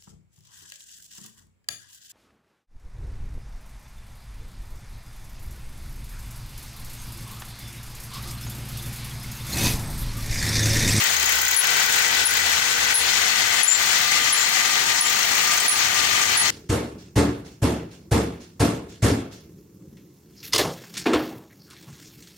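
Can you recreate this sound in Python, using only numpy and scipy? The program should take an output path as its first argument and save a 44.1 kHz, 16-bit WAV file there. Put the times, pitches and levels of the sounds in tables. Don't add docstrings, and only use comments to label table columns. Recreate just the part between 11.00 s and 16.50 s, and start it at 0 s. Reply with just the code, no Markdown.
import sys
import numpy as np
from scipy import signal
from scipy.fft import rfft, irfft
from scipy.io import wavfile
from scipy.ndimage import uniform_filter1d

SR = 44100
rng = np.random.default_rng(int(sys.argv[2]) if len(sys.argv) > 2 else 0)


def store_wav(level_fs):
    pcm = np.round(np.clip(np.atleast_2d(level_fs), -1, 1) * 32767)
    wavfile.write(sys.argv[1], SR, pcm.T.astype(np.int16))


def magnitude_from_level(level_db):
    exponent = np.asarray(level_db, float) / 20
    return 10 ** exponent


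N = 242770
SHAFT_HZ = 48.7

# frequency in Hz, level in dB per Hz.
LEFT_COLOUR = [(30, -32), (80, -22.5), (300, -18), (600, -14), (800, -8), (1050, -11), (1900, -2),
               (2800, -4.5), (5200, -7), (6800, -5), (9800, -17.5), (13000, -39.5), (14000, -22),
               (16000, -37)]
RIGHT_COLOUR = [(30, -25), (80, -18), (300, -15), (600, -9), (800, -3), (1050, -8.5), (1900, -2),
                (2800, -6), (5200, -6.5), (6600, -12), (8100, -25.5), (11800, -11.5), (13900, -25),
                (16000, -21)]
# time in seconds, place from 0 (one end) to 1 (the other).
PLACE_ALONG = [(0, 0.42), (.6, 0.01), (1.9, 0.15), (2.4, 0.56), (2.8, 0.4), (3.4, 0.61), (3.8, 0.89),
               (4.4, 0.91), (5.5, 0.84)]
# time in seconds, knock peak in dB.
SPOOL_NEARNESS = [(0, -22), (.3, -21), (.52, -18.5), (.66, -24), (.95, -21), (1.1, -31), (1.35, -25),
                  (1.6, -32), (2.7, -31), (2.92, -24), (3.15, -31), (3.95, -33), (4.1, -26), (4.6, -26),
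                  (4.85, -31), (5.5, -35)]


def rms_one(x):
    return x / np.sqrt(np.mean(x ** 2) + 1e-20)


def in_time(rows):
    s, *columns = np.transpose(rows)
    return [np.interp(np.arange(N) / SR, s, c) for c in columns]


def at_hz(points, hz):
    table_hz, value = np.transpose(points)
    return np.interp(np.log(hz), np.log(table_hz), value)


def drift(rate):
    r = np.exp(-80 * np.pi * rate / SR)
    white = rng.standard_normal(N // 40 + 2002)
    slow = signal.lfilter([1], [1, -2 * r, r * r], white)[2000:]
    return np.interp(np.arange(N) / 40, np.arange(len(slow)), rms_one(slow))


def resonate(x, hz, width):
    r = np.exp(-np.pi * width / SR)
    poles = [1, -2 * r * np.cos(2 * np.pi * hz / SR), r * r]
    return signal.lfilter([(1 - r * r) / 2, 0, (r * r - 1) / 2], poles, x)


def bandpass(x, order, low, high):
    return signal.sosfilt(signal.butter(order, [low, high], "band", fs=SR, output="sos"), x)


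def late(x):
    return np.roll(x, round(0.0008 * SR))


def pair(white, hz):
    # frequency in Hz, shared part of left and right from 0 to 1.
    likeness = [(60, 1), (260, 0.84), (600, 0.61), (900, 0.13), (1050, 0.51), (2000, 0.017), (15000, 0.017)]
    alike = np.clip(at_hz(likeness, hz), 0, 1)
    shared = np.array([late(white[0]), white[0]])
    return np.sqrt(alike) * shared + np.sqrt(1 - alike) * white[1:]


def roar(patchy_db, beat_depth):
    out, together = 0, drift(18.0)
    edges = 28 * 2 ** np.arange(0, 9.6, .5)
    white = rng.standard_normal((2, 3, N))
    for k, (low, high) in enumerate(zip(edges, edges[1:])):
        band = pair(bandpass(white[k % 2], 2, low, high), np.sqrt(low * high))
        out = out + band * magnitude_from_level(patchy_db * (0.8 * together + drift(20.0)))
    hz = np.arange(1, N // 2 + 2) * SR / N
    colour_db = np.array([at_hz(LEFT_COLOUR, hz), at_hz(RIGHT_COLOUR, hz)])
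    out = irfft(rfft(out) * magnitude_from_level(colour_db), N)
    beat = 1 + beat_depth * np.cos(2 * np.pi * SHAFT_HZ * np.arange(N) / SR)
    return beat * out / np.sqrt(np.mean(out ** 2, axis=1, keepdims=True))


def steady(line, share):
    fading = np.sqrt(uniform_filter1d(line ** 2, size=400, axis=1) + .02)
    return rms_one(line / fading ** share)


def frame(place, wander_db):
    # frequency in Hz, width in Hz, level in dB at place 0, half-way and place 1,
    # depth of the shaft beat from 0 to 1.
    modes = [(391, 15.6, -31.5, -36, -28, 0), (478.3, 9.3, -22.5, -28.5, -27.5, 0),
             (727, 59, -34, -23.5, -20, 0.63), (912, 15, -24, -25.5, -23, 0),
             (1203, 15, -43, -18.5, -16.5, 0.35), (1491, 9.1, -13.5, -20.5, -24, 0.83),
             (1541, 25, -17, -28, -24, 0.24), (1588, 46, -17, -22, -25, 0.05),
             (1874, 14, -18, -19, -14.5, 0.2), (1974, 18, -10, -12.5, -15.5, 0.35),
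             (2061, 27, -24, -13.5, -23, 0.14), (2350, 23, -18, -37, -19.5, 0),
             (2600, 54, -22, -22, -26, 0.6), (3112, 22, -19, -16, -17.5, 0.42),
             (3417, 54, -19, -21, -28, .4), (4095, 28, -19.5, -22, -24, .4),
             (4310, 120, -22, -14, -14.5, 0.1), (5780, 52, -33, -27, -18, 0.1),
             (6440, 82, -19, -31, -17, 0.45)]
    out, white = 0, rng.standard_normal((3, N))
    turn = 2 * np.pi * SHAFT_HZ * np.arange(N) / SR
    for hz, width, *levels_db, depth in modes:
        once = resonate(pair(white, hz / 3.46), hz, width * 1.5)
        line = steady(rms_one(resonate(once, hz, width * 1.5)), share=0.48)
        level = magnitude_from_level(np.interp(place, [0, .5, 1], levels_db) + wander_db * drift(4.0))
        out = out + line * level * (1 + depth * np.cos(turn + rng.uniform(0, 2 * np.pi)))
    return out


def whir():
    roar_db, pan_db, _ = in_time(WALK_LEVELS)
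    ridge_db = -23.5 + 1.2 * (roar_db - roar_db.mean())
    lean = magnitude_from_level(3.0 + np.array([pan_db, -pan_db]) / 2)
    ringing = frame(in_time(PLACE_ALONG)[0], wander_db=1.5) * magnitude_from_level(ridge_db)
    return lean * (magnitude_from_level(roar_db - 0.5) * roar(patchy_db=1.2, beat_depth=0.063) + ringing)


# time in seconds, roar in dB, left over right in dB, floor rumble in dB.
WALK_LEVELS = [(0.0, -24, 7.5, -48), (0.5, -25.5, 6.5, -63), (0.7, -23.5, 7.5, -48), (1.2, -24, 7, -47.5),
               (1.8, -24, 7, -49.5), (2.6, -23.5, 8, -50), (2.85, -23, 7.5, -44), (3.4, -23.5, 7.5, -51),
               (4.1, -24, 7.5, -46.5), (4.5, -24, 6.5, -46.5), (5.5, -23, 7.5, -39.5)]


def hum():
    # time in seconds, pitch in Hz.
    pitch = [(0, 80.2), (1.6, 81.9), (1.85, 69.3), (2.1, 80.4), (2.6, 79.4), (3.2, 95.7), (3.8, 72.5),
             (4.3, 88), (5.2, 98.2), (5.5, 91)]
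    # time in seconds, level in dB.
    swell = [(0.0, -69), (0.17, -45), (0.4, -45), (0.66, -52), (0.76, -59), (0.93, -48), (1.03, -54),
             (1.21, -47), (1.55, -46.5), (1.73, -58), (1.82, -51), (2.05, -49), (2.9, -68), (3.3, -50),
             (3.7, -75), (3.88, -56), (4.43, -58), (5.3, -48.5)]
    wander_hz = (2.4 + 8.0 * in_time(PLACE_ALONG)[0]) * drift(8.8)
    phase = 2 * np.pi * np.cumsum(in_time(pitch)[0] + wander_hz) / SR
    tone = np.sqrt(2) * np.sin(phase) * magnitude_from_level(in_time(swell)[0])
    return np.array([late(tone) * magnitude_from_level(3.0), tone * magnitude_from_level(-1.7)])


def rumble():
    level_db = in_time(WALK_LEVELS)[2] - 2.5
    band = bandpass(pair(rng.standard_normal((3, N)), 200), 2, 75, 330)
    return rms_one(band) * magnitude_from_level(level_db + np.array([[1.8], [-1.8]]))


def port_hiss():
    band = bandpass(rng.standard_normal((2, N)), 3, 14350, 16300)
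    peaked = rms_one(band + .7 * resonate(band, 15100, 400))
    near_db, = in_time(SPOOL_NEARNESS)
    level_db = -40 + 0.49 * (near_db - near_db.mean())
    return peaked * magnitude_from_level(level_db + np.array([[0.5], [5.5]]) + drift(25.0))


def knock_train():
    strokes = [
        0.0059,
        0.6401,
        1.305,
        1.966,
        2.7,
        3.33,
        4.032,
        4.723,
    ]
    turn_s, jitter_s, scatter_db = 1 / 31.7, .0016, 2.2
    ends = [*strokes[1:], N / SR]
    s = np.concatenate([np.arange(a, b - turn_s / 2, turn_s) for a, b in zip(strokes, ends)])
    chance = rng.standard_normal((200, 2))[:len(s)]
    peak_db = np.interp(s, *np.transpose(SPOOL_NEARNESS)) + scatter_db * chance[:, 1]
    clicks = np.zeros(N)
    clicks[((s + jitter_s * chance[:, 0]) * SR).astype(int)] = magnitude_from_level(peak_db)
    return clicks


def ticks(lift_db, scrape_s):
    # frequency in Hz, level in dB, ring time to -60 dB in seconds.
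    modes = [(14800, 3.0, 0.016), (15700, -5, .01), (13100, -22, .006), (12000, -6, 0.012),
             (9840, -11, 0.002), (6700, -1, 0.005)]
    clicks = knock_train() * magnitude_from_level(lift_db)
    r = np.exp(-1 / (scrape_s * SR))
    scrape = signal.lfilter([1 - r], [1, -2 * r, r * r], clicks + 1e-18)
    burst = scrape * rng.standard_normal((len(modes), 2, N))
    burst = burst + 0.7 * clicks
    out = np.zeros((2, N))
    for noise, (hz, level_db, t60) in zip(burst, modes):
        ring = resonate(noise, hz, 2.2 / t60) * magnitude_from_level(level_db)
        lean_db = np.clip(at_hz(LEFT_COLOUR, hz) - at_hz(RIGHT_COLOUR, hz) + 1.2, -12, 8)
        out += np.array([late(ring[0]) * magnitude_from_level(lean_db / 2), ring[1] * magnitude_from_level(-lean_db / 2)])
    return out


def rattles(lift_db, width):
    # time in seconds, peak in dB, pitch in Hz.
    touches = [(0.1037, -21.5, 6400), (0.165, -16, 6400), (0.1965, -22, 6300), (0.2598, -16, 6800),
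               (0.2917, -25, 6400), (0.385, -23, 6450), (0.4179, -22, 6540), (0.4813, -15, 6740),
               (0.5152, -25, 6600), (0.828, -32, 6410), (1.5254, -20, 6540), (1.6511, -21, 6390),
               (4.3594, -28, 6400), (4.573, -20, 6380), (4.7885, -18, 6530), (4.8289, -38, 6430),
               (4.8823, -35, 6650), (5.2144, -17, 6600), (5.4291, -20, 6600), (4.6, -19, 8150),
               (4.77, -22, 8110), (4.81, -40, 5710)]
    out, t = np.zeros(N + 900), np.arange(900) / SR
    for (s, level_db, hz), noise in zip(touches, rng.standard_normal((len(touches), 900))):
        touch = resonate(noise * np.exp(-t / 0.009), hz, width)
        at = round(s * SR)
        out[at:at + 900] += magnitude_from_level(level_db + lift_db) * touch / np.abs(touch).max()
    return np.array([late(out[:N]) * magnitude_from_level(8.0), out[:N] * magnitude_from_level(-8.0)])


def slips(events, rest_hz, sag_hz_per_db, free_db, sag_s, settle_s):
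    levels, pitches = [], []
    for s, hold, level_db, release, pan_db in events:
        times = s + np.cumsum([0, .011, hold, release, 0.021])
        drops = np.cumsum([-62, 62, -3, -23, -3])
        levels.append([(t, level_db + drop, pan_db) for t, drop in zip(times, drops)])
        sag = sag_hz_per_db * max(level_db - free_db, 0)
        lowest_s = s + sag_s
        pitches.append([(s, rest_hz - .3 * sag), (lowest_s, rest_hz - sag), (lowest_s + settle_s, rest_hz)])
    return levels, pitches


def squeak(tables, pitches, lift_db, rough, flutter_db, drive_s, tail_s):
    out = np.zeros((2, N))
    for rows, pitch in zip(tables, pitches):
        s, level_db, pan_db = np.transpose(rows)
        t = np.arange(s[0], min(s[-1] + tail_s, N / SR - .002), 1 / SR)
        fade_db = -30 * np.clip(t - s[-1], 0, None) / tail_s
        fade_db = fade_db - 20 * np.clip(1 - (t - s[0]) / 0.004, 0, 1)
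        wobble = rng.standard_normal((3, 6000))[:, :len(t) // 40 + 2]
        wobble = uniform_filter1d(wobble, size=5, axis=1)
        slow = [np.interp(np.arange(len(t)) / 40, np.arange(len(w)), w) for w in wobble]
        drive = np.exp(-((t - s[0]) / drive_s) ** 2)
        phase = 2 * np.pi * np.cumsum(np.interp(t, *np.transpose(pitch))) / SR
        at = round(s[0] * SR)
        for side, sign in enumerate((1, -1)):
            heard_db = np.interp(t, s, level_db + sign * pan_db / 2) + lift_db + fade_db
            gain = magnitude_from_level(heard_db + flutter_db * drive * slow[side])
            out[side, at:at + len(t)] += gain * np.sin(phase + rough * drive * slow[2] + 1.25 * side)
    return out


def guide_squeaks():
    # start in seconds, hold in seconds, level in dB, release in seconds, left over right in dB.
    reversals = [
        (.553, 0.036, -16, 0.014, 12),
        (1.243, 0.012, -15, .046, 6),
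        (1.932, 0.028, -17.5, 0.064, 5),
        (2.622, 0.0044, -10.5, 0.035, 9),
        (3.314, 0.013, -16.5, .034, 2),
        (4.0, 0.003, -11, 0.036, -3),
        (4.671, .012, -16, 0.066, -5),
        (5.36, 0.045, -21.5, 0.025, -5),
    ]
    levels, pitches = slips(reversals, 10608, sag_hz_per_db=30, free_db=-19, sag_s=.016, settle_s=.04)
    guide = squeak(levels, pitches, lift_db=3.0, rough=3.0, flutter_db=7.0, drive_s=0.054, tail_s=.035)
    return guide + magnitude_from_level(3.0) * resonate(guide, 10588, 35)


def neighbour_squeals():
    # start in seconds, hold in seconds, level in dB, release in seconds, left over right in dB.
    squeals = [
        (2.668, 0.078, -20.5, 0.052, 23.5),
        (3.362, 0.077, -27, .06, 16),
        (4.04, 0.052, -28, .015, 14),
    ]
    levels, pitches = slips(squeals, 7290, sag_hz_per_db=14, free_db=-35, sag_s=.03, settle_s=.06)
    squeal = squeak(levels, pitches, lift_db=0.5, rough=1.3, flutter_db=10.5, drive_s=.1, tail_s=.03)
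    return squeal + magnitude_from_level(-4.0) * (resonate(squeal, 7147, 33) + resonate(squeal, 7248, 30))


def scene():
    running = whir() + hum() + rumble() + port_hiss()
    knocks = ticks(lift_db=22.5, scrape_s=0.0012) + rattles(lift_db=-2.0, width=110)
    return running + knocks + guide_squeaks() + neighbour_squeals()


def top_cut(x):
    return signal.sosfilt(signal.butter(12, 16990, fs=SR, output="sos"), x)


def record(dry):
    threshold_db, ratio, release_db_s, attack_s, ahead_s = -23.5, 0.5, 213, 0.0091, 0.013
    bright = signal.sosfilt(signal.butter(2, 6000, "high", fs=SR, output="sos"), dry)
    level_db = 10 * np.log10(uniform_filter1d(np.mean(bright ** 2, axis=0), size=300) + 1e-12)
    fall = release_db_s * np.arange(N) / SR
    held_db = np.maximum.accumulate(level_db + fall) - fall
    r = np.exp(-1 / (attack_s * SR))
    duck_db = signal.lfilter([1 - r], [1, -r], -ratio * np.clip(held_db - threshold_db, 0, None))
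    duck_db = np.interp(np.arange(N) + ahead_s * SR, np.arange(N), duck_db)
    bass = signal.sosfilt(signal.butter(2, 650, fs=SR, output="sos"), dry)
    mix = (dry - bass) * magnitude_from_level(duck_db) + bass * magnitude_from_level(3.0 * duck_db)
    mix = signal.sosfilt(signal.ellip(10, .5, 48, 15850, fs=SR, output="sos"), mix)
    return top_cut(mix)


dry = scene()
out = record(dry)
store_wav(out)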